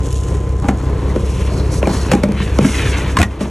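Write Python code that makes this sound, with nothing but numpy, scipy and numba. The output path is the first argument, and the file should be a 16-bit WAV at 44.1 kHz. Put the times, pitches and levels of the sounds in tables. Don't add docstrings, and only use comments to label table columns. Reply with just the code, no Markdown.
import sys
import numpy as np
from scipy import signal
from scipy.fft import rfft, irfft, next_fast_len
from scipy.io import wavfile
from scipy.ndimage import map_coordinates
from numba import njit

SR = 44100
rng = np.random.default_rng(int(sys.argv[2]) if len(sys.argv) > 2 else 0)


def file_out(sig):
    cols = np.atleast_2d(sig).T
    lim = np.clip(cols, -1, 1)
    pcm = np.round(lim * 32767).astype(np.int16)
    wavfile.write(sys.argv[1], SR, pcm)


N = 154350


# (frequency [Hz], bandwidth [Hz], gain [dB])
CRATE_MODES = [(394, 30, -6), (632, 178, -2), (759, 350, -3.5), (1050, 393, -5.5), (1440, 340, -5),
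               (1840, 410, -9.5), (2335, 370, -9), (3120, 1900, -23.5)]
RAMP_MODES = [(150, 61, -1.5), (201, 39, 4), (270, 57.6, 3), (356, 50, 2.5), (404, 86, -3.5)]
WHISTLE_MODES = [(4250, 430, 0)]
# (frequency [Hz], spectral level [dB])
SCRAPE_SPECTRUM = [(410, -56), (700, -8.5), (1030, -14.5), (1460, 0), (2480, 0.5), (3600, -6.5),
                   (4840, -18), (5000, -59), (6500, -45), (11000, -120)]
HISS_SPECTRUM = [(3500, -6), (4500, -6.5), (6000, 2), (8000, -3), (11000, -6.5), (16000, -48)]
# (time [s], scrape [dB], hiss [dB], whistle [dB], rumble [dB])
SLIDE_LEVELS = [(.62, -47, -65, -70, -26), (.75, -42, -58, -54, -24.5), (1.25, -36, -41, -55, -29.5),
                (1.45, -32.5, -36.5, -50, -29), (1.6, -43, -39, -36, -23), (1.69, -39.5, -42.5, -43, -28),
                (1.74, -34, -27.5, -32, -24), (1.795, -46, -31, -42, -40), (1.815, -48, -47, -52, -27),
                (1.9, -27, -29.5, -30, -14.5), (2.0, -32, -29, -32, -19), (2.09, -30.5, -36.5, -38, -21.5),
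                (2.17, -23, -35, -39, -13), (2.22, -32, -42, -65, -19.5), (2.36, -30.5, -42, -73, -20),
                (2.38, -20, -34, -50, -30), (2.43, -20, -36, -60, -33), (2.455, -27, -35, -58, -30),
                (2.57, -29.5, -42, -50, -20), (2.66, -15.5, -19, -67, -10), (2.8, -14.5, -22, -60, -18.5),
                (2.86, -15, -27.5, -60, -20), (2.9, -18.5, -23, -60, -14.5), (2.93, -15, -31.5, -63, -16),
                (2.98, -18, -28, -50, -17), (3.05, -23.5, -38, -61, -16), (3.11, -26.5, -34, -60, -23),
                (3.155, -35, -46, -60, -23.5), (3.27, -36, -40, -60, -24.5), (3.39, -38, -55, -62, -26.5),
                (3.42, -31, -38, -62, -23), (3.5, -40.5, -47, -70, -25.5)]

def crate_slide(echo_gain=.35, final_lag_s=.0035):
    scrape, hiss, whistle, rumble = envelopes(SLIDE_LEVELS)
    judder = amp(1.5 * wobble(90) + .4 * wobble(25))
    rub = judder * grit(per_s=1300, spread_db=3, smooth=1)
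    i = np.arange(N)
    lag = final_lag_s * SR * np.exp(4 * (i / N - 1))
    rub = rub + echo_gain * np.interp(i - lag, i, rub)
    fine_rub = amp(2.1 * wobble(50)) * grit(per_s=4400, spread_db=-6, smooth=.63)
    rail_rub = amp(1.8 * wobble(40.1)) * rng.standard_normal(N)
    board_rub = judder * grit(per_s=330, spread_db=3.5, smooth=.86)
    return (scrape * coloured(rub, SCRAPE_SPECTRUM)
            + hiss * coloured(fine_rub, HISS_SPECTRUM)
            + whistle * unit(resonate(rail_rub, WHISTLE_MODES))
            + rumble * unit(resonate(board_rub, RAMP_MODES + CRATE_MODES[1:4])))


# (frequency [Hz], gain [dB])
CRACK_SPECTRUM = [(800, 14), (2000, 18.5), (4000, 6), (8000, 4.5), (16000, -13)]

def impacts(contacts, low_modes, high_modes, rise, note_gain=1.2, push_s=.0012):
    drive, t = np.zeros((3, N + SR)), np.arange(SR // 10) / SR
    push = t / push_s * np.exp(-2 * t / push_s)
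    for start, *levels, contact_s, note_hz in contacts:
        envelope = np.exp(-t / max(contact_s, .001)) * (1 - np.exp(-t / (rise * contact_s)))
        chatter = rng.standard_normal((3, len(t))) * envelope
        chatter[:2] += note_gain * envelope * np.sin(2 * np.pi * note_hz * t)
        chatter /= np.linalg.norm(chatter, axis=1, keepdims=True)
        chatter[0] += 2 * push / push.sum()
        chatter[2] /= np.abs(chatter[2]).max()
        drive[:, round(start * SR):][:, :len(t)] += amp(levels)[:, None] * chatter
    low, high, crack = drive[:, :N]
    dull = filtered(low, lambda hz: 1 / (1 + 1j * hz / 1630))
    return resonate(dull, low_modes) + resonate(high, high_modes) + equalised(crack, CRACK_SPECTRUM)


# (frequency [Hz], bandwidth [Hz], gain [dB])
PLANK_MODES = [(146, 23, 4), (203.5, 24, 9), (272, 59, 3.5), (394, 103, 1), (473, 146, -4)]
HULL_MODES = [(78, 29, -1), (205, 68, -6.5), (321, 122, -9)]
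CLANG_MODES = [(715, 230, 7), (1050, 330, 7), (1365, 300, 12), (1908, 62, 6.5), (2510, 310, 1.5),
               (3300, 940, -0.5)]
# (time [s], low body [dB], high body [dB], crack [dB], contact time [s], note [Hz])
RAMP_KNOCKS = [(.642, -10.5, -16.5, -41, 0.0052, 804), (.685, -1, -3, -19, 0.0075, 752),
               (1.098, -17, -23.5, -36, 0.0074, 2030), (1.160, -10, -11.5, -24, 0.003, 527),
               (1.515, -15, -21, -54, 0.0061, 677), (1.8275, -13, -1.5, -55, 0.0025, 540),
               (1.836, -34, -13, -46, 0.0048, 1047), (1.855, -15, -14.5, -32, 0.004, 2390),
               (1.872, 2.5, -4, -13, 0.0027, 750), (2.060, -15, -16, -34, 0.002, 1000)]
PLANK_LANDINGS = [(2.115, -9, 3.5, -5, 0.0053, 498), (2.132, 9, -3, -9.5, 0.0071, 813),
                  (2.150, -5, -9, -13, 0.0027, 344), (2.234, 5.5, 0, -8.5, 0.0046, 599),
                  (2.288, -7.5, -12, -24, 0.0017, 480), (2.321, -11, -35.5, -13, 0.0008, 610),
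                  (2.401, -3, -14, -28, 0.0023, 1050), (2.587, -0.5, 0, -10, 0.0019, 483),
                  (2.607, -7.5, -20, -35, 0.019, 144), (2.6445, -3, 1, -19, 0.0064, 264),
                  (3.407, -6, -16, -26, 0.0078, 628)]
BOAT_BANGS = [(3.168, -4, 3, -11.5, 0.0047, 1032), (3.186, 0.5, -13, -7, 0.0048, 1070),
              (3.197, 2, -6.5, -12, 0.0084, 700), (3.209, 5.5, -21, -22, 0.0059, 1430),
              (3.2155, -19, 4.5, 0, 0.0019, 2450), (3.2275, 0, 8.5, -2, 0.0038, 1983)]

def crate_blows():
    return (impacts(RAMP_KNOCKS, RAMP_MODES, CRATE_MODES, rise=.1)
            + impacts(PLANK_LANDINGS, PLANK_MODES, CRATE_MODES, rise=.16)
            + impacts(BOAT_BANGS, HULL_MODES, CLANG_MODES, rise=.6))


# (order [multiple of the cycle rate], relative level [dB])
ENGINE_ORDERS = [(6, -18.5), (9, -10.5), (10, -26), (11, -19.5), (12, -0.5), (13, -11), (16, -13.5),
                 (17, -34), (18, -8), (21, -37), (23, -15.5), (24, -12.5), (30, -21.5), (34, -18.5)]
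# (frequency [Hz], spectral level [dB])
EXHAUST_SPECTRUM = [(20, -41), (60, -28), (110, 0.5), (170, -2.5), (230, -15), (290, -6), (360, -9.5),
                    (430, -4), (620, -19), (1010, -24), (1400, -28), (2500, -35), (5000, -48), (16000, -68)]
# (time [s], engine gain [dB], whine gain [dB])
ENGINE_FACING = [(0, 1, 13), (1.8, 6, 13.5), (2.3, 5, -16), (2.9, 9.5, -18), (3.5, -6.5, -15)]

def boat_engine(cycle_hz=5.439, whine_hz=1028):
    t = np.arange(N) / SR
    turn = 2 * np.pi * cycle_hz * (t - .0146)
    harmonics = np.zeros(N)
    for order, db in ENGINE_ORDERS:
        level = np.sqrt(2) * amp(db - .15 * wobble(7.95))
        phase = rng.uniform(0, 2 * np.pi) if order % 3 else 3.9
        harmonics += level * np.cos(order * turn + phase)
    beats = np.zeros(N)
    onsets = np.round(np.arange(.122, N / SR, 1 / cycle_hz) * SR).astype(int)
    beats[onsets] = amp(-40 + 1.2 * rng.standard_normal(len(onsets)))
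    soft_beats = filtered(beats, lambda hz: np.exp(-(hz / 330) ** 2))
    thuds = resonate(soft_beats, [(161, 12, -1.5)])
    puffs = amp(1.5 * np.cos(6 * turn) - .5 * np.cos(12 * turn) + 1.5 * wobble(15))
    whine = np.sin(2 * np.pi * whine_hz * t + 1.14 * wobble(30))
    exhaust = coloured(puffs * rng.standard_normal(N), EXHAUST_SPECTRUM)
    idle = amp(-17.5) * harmonics + thuds + amp(-23) * exhaust
    idle_gain, whine_gain = envelopes(ENGINE_FACING)
    return idle_gain * idle + whine_gain * amp(-48.5) * whine


# (time [s], level [dB])
SPATTER_LEVELS = [(0.0, -45), (0.16, -35.5), (0.55, -50), (0.688, -44.5), (0.744, -44), (1.2, -56)]
# (frequency [Hz], spectral level [dB])
SPRAY_SPECTRUM = [(1180, -50), (2000, -19), (2510, -10), (2860, -2), (4950, -11.5), (6820, -2.5),
                  (11000, -15), (14300, -34), (22000, -120)]
# (time [s], level [dB])
LOUD_DRIPS = [(.006, -26), (.128, -14), (.205, -32), (.302, -22), (.387, -34), (.493, -25), (0.568, -33),
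              (.6, -24)]

def water_spatter(drip_decay_s=.0011):
    level, = envelopes(SPATTER_LEVELS)
    drips, t = np.zeros(N), np.arange(200) / SR
    decay = np.exp(-t / drip_decay_s)
    for start, db in LOUD_DRIPS:
        drips[round(start * SR):][:len(t)] += amp(db) * rng.standard_normal(len(t)) * decay
    spray = amp(2.1 * wobble(72.1)) * grit(per_s=350, spread_db=11, smooth=1)
    return level * coloured(spray, SPRAY_SPECTRUM) + equalised(drips, HISS_SPECTRUM)


# (frequency [Hz], reverberation time [s])
WHARF_T60 = [(200, 0.31), (800, 0.19), (2500, 0.093), (10000, 0.083)]

def wharf_reverb(x, tail_s=.4, delay_samples=300):
    hz, t, bands = signal.stft(rng.standard_normal(int(SR * tail_s)), SR, nperseg=128)
    decay = amp(-60 * t / along(WHARF_T60, hz)[:, None])
    tail = signal.istft(bands * decay, SR, nperseg=128)[1]
    return signal.fftconvolve(np.pad(x, (delay_samples, 0)), tail / np.linalg.norm(tail))[:N]


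# (frequency [Hz], side gain [dB])
SIDE_GAIN = [(30, -84), (125, -29.5), (500, -13), (1500, -18), (2500, -28.5), (4800, 2.5), (6500, -18.5),
             (9000, 0), (15000, 15.5)]

def stereo_side(mid, scattered_share=.46):
    bands = signal.stft(mid, nperseg=256)[2]
    bands = bands * np.exp(2j * np.pi * rng.random(bands.shape))
    scattered = np.sqrt(2) * signal.istft(bands, nperseg=256)[1][:N]
    quadrature = filtered(mid, lambda hz: 1j * amp(along(SIDE_GAIN, hz)))
    return scattered_share * equalised(scattered, SIDE_GAIN) + (1 - scattered_share) * quadrature


def resonate(x, modes):
    def response(hz):
        return sum((-1) ** k * amp(db) * 1j * hz * width / (centre ** 2 - hz ** 2 + 1j * hz * width)
                   for k, (centre, width, db) in enumerate(modes))
    click = np.eye(1, N)[0]
    return filtered(x, response) / np.abs(filtered(click, response)).max()


def grit(per_s, spread_db, smooth):
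    clicks = (rng.random(N) < per_s / SR) * amp(spread_db * rng.uniform(-.62, 1, N))
    clicks *= np.sign(rng.standard_normal(N))
    return unit(clicks) + smooth * rng.standard_normal(N)


def wobble(per_s):
    knots = rng.standard_normal(int(N * per_s / SR) + 4)
    return map_coordinates(knots, [np.arange(N) * per_s / SR])


def envelopes(rows):
    times, *columns = np.transpose(rows)
    return [amp(np.interp(np.arange(N) / SR, times, db, left=-90, right=-90)) for db in columns]


def filtered(x, response):
    size = next_fast_len(N + SR // 2)
    return irfft(rfft(x, size) * response(np.fft.rfftfreq(size, 1 / SR)), size)[..., :N]


def equalised(x, spectrum):
    return filtered(x, lambda hz: amp(along(spectrum, hz)))


def coloured(x, spectrum):
    return unit(equalised(x, spectrum))


def along(points, hz):
    frequencies, values = np.transpose(points)
    return np.interp(np.log(hz + 1), np.log(frequencies + 1), values)


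def amp(db):
    return 10 ** (np.asarray(db) / 20)


def unit(x):
    return x / np.sqrt(np.mean(x ** 2) + 1e-20)


# (frequency [Hz], gain [dB])
MIC_RESPONSE = [(4950, -2), (5300, 1), (11600, -0.6)]

def scene(mid_top_hz=11900, lean_left_db=.21):
    blows = crate_blows()
    mid = blows + amp(-11) * wharf_reverb(blows) + crate_slide() + water_spatter() + boat_engine()
    side = stereo_side(mid)
    mid = filtered(mid, lambda hz: amp(along(MIC_RESPONSE, hz)) * (hz < mid_top_hz))
    return np.array([mid * amp(lean_left_db) + side, mid * amp(-lean_left_db) - side])


@njit
def follow(rectified, attack_s, release_s):
    out, level = np.zeros(len(rectified)), 0.0
    for i, sample in enumerate(rectified):
        level += (sample - level) / (SR * (attack_s if sample > level else release_s))
        out[i] = level
    return out


def record(dry, threshold_db=-14.5, slope=.73, ceiling=.95, top_hz=15900):
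    level = follow(np.abs(dry).max(0), attack_s=.032, release_s=.11)
    ducked = dry * np.maximum(level / amp(threshold_db), 1) ** -slope
    limited = ducked / (1 + np.abs(ducked / ceiling) ** 6) ** (1 / 6)
    return filtered(limited, lambda hz: hz < top_hz)


dry = scene()
out = record(dry)
file_out(out)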